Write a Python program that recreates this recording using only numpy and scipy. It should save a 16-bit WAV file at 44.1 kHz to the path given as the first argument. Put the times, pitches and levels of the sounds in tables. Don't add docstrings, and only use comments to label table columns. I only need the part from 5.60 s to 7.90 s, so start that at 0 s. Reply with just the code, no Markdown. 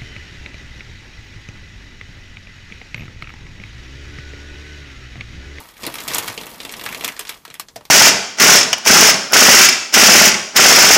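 import sys
import numpy as np
from scipy import signal
from scipy.fft import rfft, irfft
from scipy.io import wavfile
from scipy.ndimage import uniform_filter1d

SR = 44100
rng = np.random.default_rng(int(sys.argv[2]) if len(sys.argv) > 2 else 0)


def boost_factor(decibels):
    exponent = np.asarray(decibels, float) / 20
    return 10 ** exponent


def master_out(mix):
    frames = np.transpose(np.atleast_2d(mix))
    ceiling = np.clip(frames, -1, 1)
    pcm = np.round(ceiling * 32767).astype(np.int16)
    wavfile.write(sys.argv[1], SR, pcm)


N = 101430

# start in seconds, peak level in dB, pitch of the patch in Hz, crisp top in dB, air in the bag
# in dB.
CREASES = [(0.088, -28.5, 1060, -12, -18), (0.168, -33, 1660, -12, -18),
           (0.21, -47, 1230, -13, -37), (0.233, -21, 2770, -12, -9.5),
           (0.237, -15.5, 1370, -19, -28), (0.251, -16, 1160, -21, -51),
           (0.2657, -13.5, 3720, -5, -17), (0.274, -21, 1420, -13, -4.5),
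           (0.341, -16, 704, -8, -49), (0.355, -15.5, 1470, -15, -51), (0.385, -16, 714, -28, -40),
           (0.404, -22, 4670, -5, -47), (0.437, -43.5, 3070, 14, -19),
           (0.479, -16.5, 3000, -4.5, -17), (0.483, -14.5, 4620, -7, -45),
           (0.495, -44, 950, -18, -2), (0.519, -36, 2750, -17, -35),
           (0.535, -12.5, 4800, -25, -19.5), (0.546, -17.5, 1770, 4, -39),
           (0.555, -10.5, 830, -28, -16), (0.568, -16, 1220, -6, -30), (0.583, -10, 3350, 0, -17.5),
           (0.603, -28, 2800, -9, -16),
           (0.643, -23, 920, -19, -8), (0.678, -11.5, 1380, -13, -33), (0.728, -26.5, 1460, -28, -9.5),
                (0.777, -14.5, 2720, -50, -14), (0.812, -19, 820, -16, -15),
                (0.867, -23.5, 2650, -5.5, -16.5), (1.002, -19, 3000, -46, -17.5),
                (1.032, -22.5, 900, -26, -29), (1.05, -17, 2650, -9.5, -16.5), (1.093, -21, 2450, -36, -18),
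                (1.123, -27, 2130, 1.5, -45), (1.138, -19, 2370, -24, -31), (1.195, -21, 2700, -14, -46),
                (1.212, -19, 2040, -13, -17), (1.239, -17, 1050, -9, -15.5), (1.255, -22, 2330, -5, -11),
                (1.262, -11.5, 1950, -16, -41), (1.289, -20, 2950, -9.5, -45),
                (1.326, -18, 2380, -9.5, -20), (1.346, -15, 2250, -13.5, -22), (1.396, -27, 1200, -22, -33),
                (1.409, -18.5, 2650, -11, -18), (1.438, -18, 2570, -45, -10),
           (1.445, -11, 2760, -4, -28), (1.4784, -13, 2200, -5, -41), (1.486, -15, 2060, -47, -40),
                  (1.521, -23, 1710, -34, -21), (1.565, -23, 1680, -30, -20),
                  (1.574, -28.5, 2250, -31, -32), (1.593, -16.5, 2680, -2.5, -18),
                  (1.61, -20.5, 1640, -35, -31), (1.651, -24.5, 2400, -28, -26),
                  (1.671, -21.5, 950, -39, -49), (1.679, -26.5, 5000, -16, -42),
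                  (1.692, -15, 1920, -8, -30), (1.742, -27, 1220, -20, -37), (1.851, -21.5, 1560, -15, -55),
                  (1.878, -31, 2200, -18, -12.5), (1.901, -23.5, 1320, -23, -20),
                  (1.941, -26.5, 2580, -3, -25), (1.953, -30, 2680, -29, -17),
                  (1.997, -11, 1233, -8.5, -26), (2.085, -29.5, 4540, -46, -19.5),
                  (2.159, -26, 2650, -6, -14.5), (2.209, -40, 900, -21, -2.5),
                  (2.252, -25.5, 970, -13, -20.5),
           (.242, -25, 2490, -16, -36), (.3221, -32, 1000, -11, -30), (0.501, -23, 3000, -12, -18),
               (0.506, -18, 2000, -17, -17), (0.515, -16, 1530, -30, -21), (0.522, -25, 1700, -2, -32),
               (.541, -16, 2200, -20, -24), (0.548, -16, 2980, 3.5, -29), (0.576, -30, 1490, -11, -32),
               (0.632, -22.5, 1500, -15, -12), (0.672, -21, 1100, -35, -34), (.682, -12.5, 1890, -9.5, -23),
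               (0.699, -18.5, 980, -17, -11), (.706, -29, 1410, -25, -31), (0.786, -45, 3000, -9, -30),
               (.834, -26, 3000, -10, -28), (1.4483, -14, 4500, -4.5, -21), (1.46, -23, 2200, -17, -37),
               (1.66, -48, 3500, -13, -30), (1.694, -17, 4100, -8, -21), (1.699, -28.5, 3170, -3, -30),
               (1.715, -31, 2770, -12, -35), (2.1625, -24.5, 4500, -13, -13), (1.013, -32, 2950, -8, -36),
               (1.115, -30, 4000, -3, -30), (1.167, -29, 5000, -8, -35), (1.5951, -19, 4140, -4, -29),
               (0.943, -33, 4000, -11, -32), (1.91, -31.5, 2500, -21, -32), (0.559, -21, 3000, -12, -27)]
# time in seconds, pressure in dB, shifting weight in dB.
HAND = [(0, -40.5, -45), (.06, -48.5, -56), (.15, -52, -64), (.225, -40.5, -45), (0.249, -46, -34),
        (.32, -37.5, -46), (.4, -40, -44.5), (0.457, -38, -46.5), (0.499, -30.5, -34.5),
        (.62, -31.5, -39.5), (.75, -41, -46), (.85, -42, -44.5), (0.978, -44, -46.5), (1.1, -44, -44.5),
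        (1.3, -39.5, -42), (1.5, -40, -43.5), (1.55, -47.5, -68), (1.75, -46, -52), (1.829, -60, -63),
        (2.3, -65.5, -65)]
# frequency in Hz, level in dB per Hz.
FILM_TONE = [(180, -14), (300, 1), (600, 0), (1100, 2), (2800, -2.5), (6000, -8), (9000, -11), (12000, -6),
             (16000, -9)]
# frequency in Hz, level in dB per Hz.
BULK_TONE = [(20, -5), (60, -2), (110, 2.5), (260, 7), (600, 2.5), (1200, 1), (2000, -60)]
CRACKLE_PATCHES = [1200, 3000, 6500, 12000]
# start in seconds, level in dB, pitch in Hz.
BUMPS = [
    (0.271, -44.5, 130),
    (0.481, -41, 132),
    (0.585, -36.5, 108),
    (0.688, -35, 107),
    (1.261, -46, 116),
    (1.451, -54, 130),
    (1.598, -51.5, 120),
    (1.903, -50, 130),
    (2.168, -45.5, 118),
]
# start in seconds, level in dB, pitch in Hz, time to fall 60 dB in seconds.
POCKETS = [
    (.002, -39, 893, 0.13),
    (.275, -28, 334, 0.081),
    (1.597, -37, 426, .1),
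    (1.694, -31, 1170, .035),
    (1.998, -25, 1190, .035),
    (2.161, -28, 678, 0.061),
    (2.168, -40, 601, 0.19),
    (2.209, -37, 900, .025),
]
# frequency in Hz, time to fall 60 dB in seconds.
ROOM_DECAY = [(200, 0.32), (600, 0.16), (1500, 0.14), (4000, 0.1), (10000, 0.085), (15000, 0.076)]
# frequency in Hz, level in dB per Hz.
HOUSE_TONE = [(20, 8), (60, 5), (110, 6.5), (200, 6), (500, -15), (1500, -28), (4000, -11), (15000, -15)]

RISE_S, VOLLEY_S, FADE_S = 0.0003, 0.002, 0.0022
TICK_SPREAD_DB, BREAK_DB = 3, 4.5
PATCH_Q, PATCH_DB, PATCH_REF_HZ = 1.6, -15, 2500
SHEET_DB, SHEET_HZ, SHEET_WIDTH_HZ, SHEET_CUT_HZ = -10, 2204, 5410, 790
CRISP_HZ, CRISP_TOP_HZ, CRISP_S, CRISP_DB = 4500, 15160, 0.0018, -3.5
BELLY_HZ, BELLY_WIDTH_HZ, BELLY_DB, BELLY_CUT_HZ = 407, 1045, 2.5, 220
CRACKLE_PER_S, CRACKLE_SPREAD_DB, CRACKLE_DB, CRACKLE_S = 200, 3.3, -1, 0.0018
RUSTLE_DB = -8.5
BUMP_RISE_S = 0.0089
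ROOM_DB, ROOM_GAP_S, ROOM_CUT_HZ = -2.5, 0.00053, 149
HOUSE_DB = -58
RUMBLE_HZ, RUMBLE_WIDTH_HZ, RUMBLE_DB, RUMBLE_SHARE = 48, 8.5, -39, 0.44
EDGE_HZ, EDGE_DB, CUT_HZ = 14950, -50, 16500


def evened(x):
    return x / np.sqrt(np.mean(x ** 2) + 1e-20)


def read(points, hz):
    f, value = np.transpose(points)
    return np.interp(np.log(hz + 1), np.log(f + 1), value)


def coloured(x, points):
    hz = np.fft.rfftfreq(len(x), 1 / SR)
    inside = (hz >= points[0][0]) & (hz <= points[-1][0])
    return evened(irfft(rfft(x) * boost_factor(read(points, hz)) * inside, len(x)))


def ring(x, hz, width_hz):
    return signal.lfilter(*signal.iirpeak(hz, hz / width_hz, SR), x)


def above(x, hz):
    return signal.sosfilt(signal.butter(3, hz, "high", fs=SR, output="sos"), x)


def crease(ticks, peak_db, patch_hz, crisp_db, belly_db):
    t = np.arange(len(ticks)) / SR
    drive = ticks * np.clip(t / RISE_S, 0, 1) * np.exp(-np.maximum(t - VOLLEY_S, 0) / FADE_S)
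    drive = drive * boost_factor(BREAK_DB * np.exp(-t / (3 * RISE_S)))

    patch = ring(ring(drive, patch_hz, patch_hz), patch_hz, patch_hz / PATCH_Q)
    sheet = ring(ring(drive, SHEET_HZ, SHEET_WIDTH_HZ), SHEET_HZ, SHEET_WIDTH_HZ)
    sheet = above(sheet, SHEET_CUT_HZ)
    crisp_band = signal.butter(2, [CRISP_HZ, CRISP_TOP_HZ], "band", fs=SR, output="sos")
    crisp = signal.sosfilt(crisp_band, drive * np.exp(-t / CRISP_S))
    belly = ring(ring(drive, BELLY_HZ, 3 * BELLY_WIDTH_HZ), BELLY_HZ, BELLY_WIDTH_HZ)

    patch_level_db = PATCH_DB + 10 * np.log10(patch_hz / PATCH_REF_HZ)
    parts = [patch, sheet, crisp, belly]
    levels_db = [patch_level_db, SHEET_DB, CRISP_DB + crisp_db, BELLY_DB + belly_db]
    return sum(boost_factor(peak_db + db) * 12 * p / np.linalg.norm(p) for p, db in zip(parts, levels_db))


def creases():
    rows = CREASES
    out = np.zeros(N + 2048)
    draws = rng.standard_normal((len(rows), 2, 2048))
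    for (start_s, *row), (grain, spread) in zip(rows, draws):
        ticks = grain * boost_factor(TICK_SPREAD_DB * spread)
        out[round(start_s * SR):][:2048] += crease(ticks, *row)
    return above(out[:N], BELLY_CUT_HZ)


def crackle():
    fall = np.exp(-2 / (CRACKLE_S * SR))
    out = np.zeros(N)
    for hz in CRACKLE_PATCHES:
        hit, size, grain = rng.random(N), rng.exponential(1, N), rng.standard_normal(N)
        force = boost_factor(2 * CRACKLE_SPREAD_DB * np.minimum(size, 3.5))
        starts = (hit < CRACKLE_PER_S / SR) * force
        power = signal.lfilter([1], [1, -fall], starts)
        out += ring(grain * np.sqrt(power), hz, hz)
    return out


def film():
    time_s, press_db, _ = np.transpose(HAND)
    sheet = boost_factor(CRACKLE_DB) * coloured(crackle(), FILM_TONE)
    sheet = sheet + boost_factor(RUSTLE_DB) * coloured(rng.standard_normal(N), FILM_TONE)
    return boost_factor(np.interp(np.arange(N) / SR, time_s, press_db)) * sheet


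def bulk():
    time_s, _, weight_db = np.transpose(HAND)
    low, wobble = rng.standard_normal((2, N))
    slow = uniform_filter1d(uniform_filter1d(wobble, 600), 600)
    lumps = boost_factor(1.8 * evened(slow))
    return boost_factor(np.interp(np.arange(N) / SR, time_s, weight_db)) * lumps * coloured(low, BULK_TONE)


def bumps():
    out, t = np.zeros(N + 8192), np.arange(8192) / SR
    swell = np.e * t / BUMP_RISE_S * np.exp(-t / BUMP_RISE_S)
    for start_s, db, hz in BUMPS:
        out[round(start_s * SR):][:8192] += boost_factor(db) * swell * np.sin(2 * np.pi * hz * t)
    return out[:N]


def pockets():
    out, t = np.zeros(N + 8192), np.arange(8192) / SR
    draws = rng.standard_normal((len(POCKETS), 8192))
    for (start_s, db, hz, t60), fuzz in zip(POCKETS, draws):
        note = np.sin(2 * np.pi * hz * t) + 0.43 * evened(ring(fuzz, hz, hz / 4))
        attack = np.clip(t / 0.0017, 0, 1)
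        out[round(start_s * SR):][:8192] += boost_factor(db - 60 * t / t60) * attack * note
    return out[:N]


def room(x):
    at, out = np.arange(0, SR // 2 - 20, 8), np.zeros(N)
    for k in range(4):
        taps = np.zeros(SR // 2)
        taps[at + rng.integers(0, 8, len(at))] = rng.choice([-1., 1.], len(at))
        hz, t, z = signal.stft(taps, SR, nperseg=128)
        decay = boost_factor(-60 * t / read(ROOM_DECAY, hz)[:, None])
        tail = signal.istft(z * decay, SR, nperseg=128)[1]
        tail *= np.clip(np.arange(len(tail)) / SR / ROOM_GAP_S, 0, 1)
        turn = np.maximum(np.cos(2 * np.pi * (np.arange(N) / SR * 310 + k / 4)), 0)
        out += signal.fftconvolve(x * turn, tail / np.linalg.norm(tail))[:N]
    return above(out, ROOM_CUT_HZ)


def rumble():
    time_s, _, weight_db = np.transpose(HAND)
    t = np.arange(N) / SR
    load_db = uniform_filter1d(np.interp(t, time_s, weight_db), SR // 6)
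    fuzz = evened(ring(rng.standard_normal(N), RUMBLE_HZ, RUMBLE_WIDTH_HZ))
    note = np.sin(2 * np.pi * RUMBLE_HZ * t) + 0.42 * fuzz
    return boost_factor(RUMBLE_DB + RUMBLE_SHARE * load_db) * note


def house():
    return boost_factor(HOUSE_DB) * coloured(rng.standard_normal(N), HOUSE_TONE)


def scene():
    bag = creases() + film()
    tail = boost_factor(ROOM_DB) * room(bag)
    return (bag + tail + bulk() + bumps() + pockets() + rumble() + house())[None]


def roll_off(x):
    return signal.sosfilt(signal.butter(12, 16340, fs=SR, output="sos"), x)


def record(dry):
    corners_hz = [0, EDGE_HZ, EDGE_HZ + 130, CUT_HZ, CUT_HZ + 150, SR / 2]
    gains = [1, 1, boost_factor(EDGE_DB * 0.75), boost_factor(EDGE_DB), 0, 0]
    edge = signal.firwin2(1501, corners_hz, gains, fs=SR)
    return roll_off(signal.oaconvolve(dry, edge[None], "same"))


dry = scene()
out = record(dry)
master_out(out)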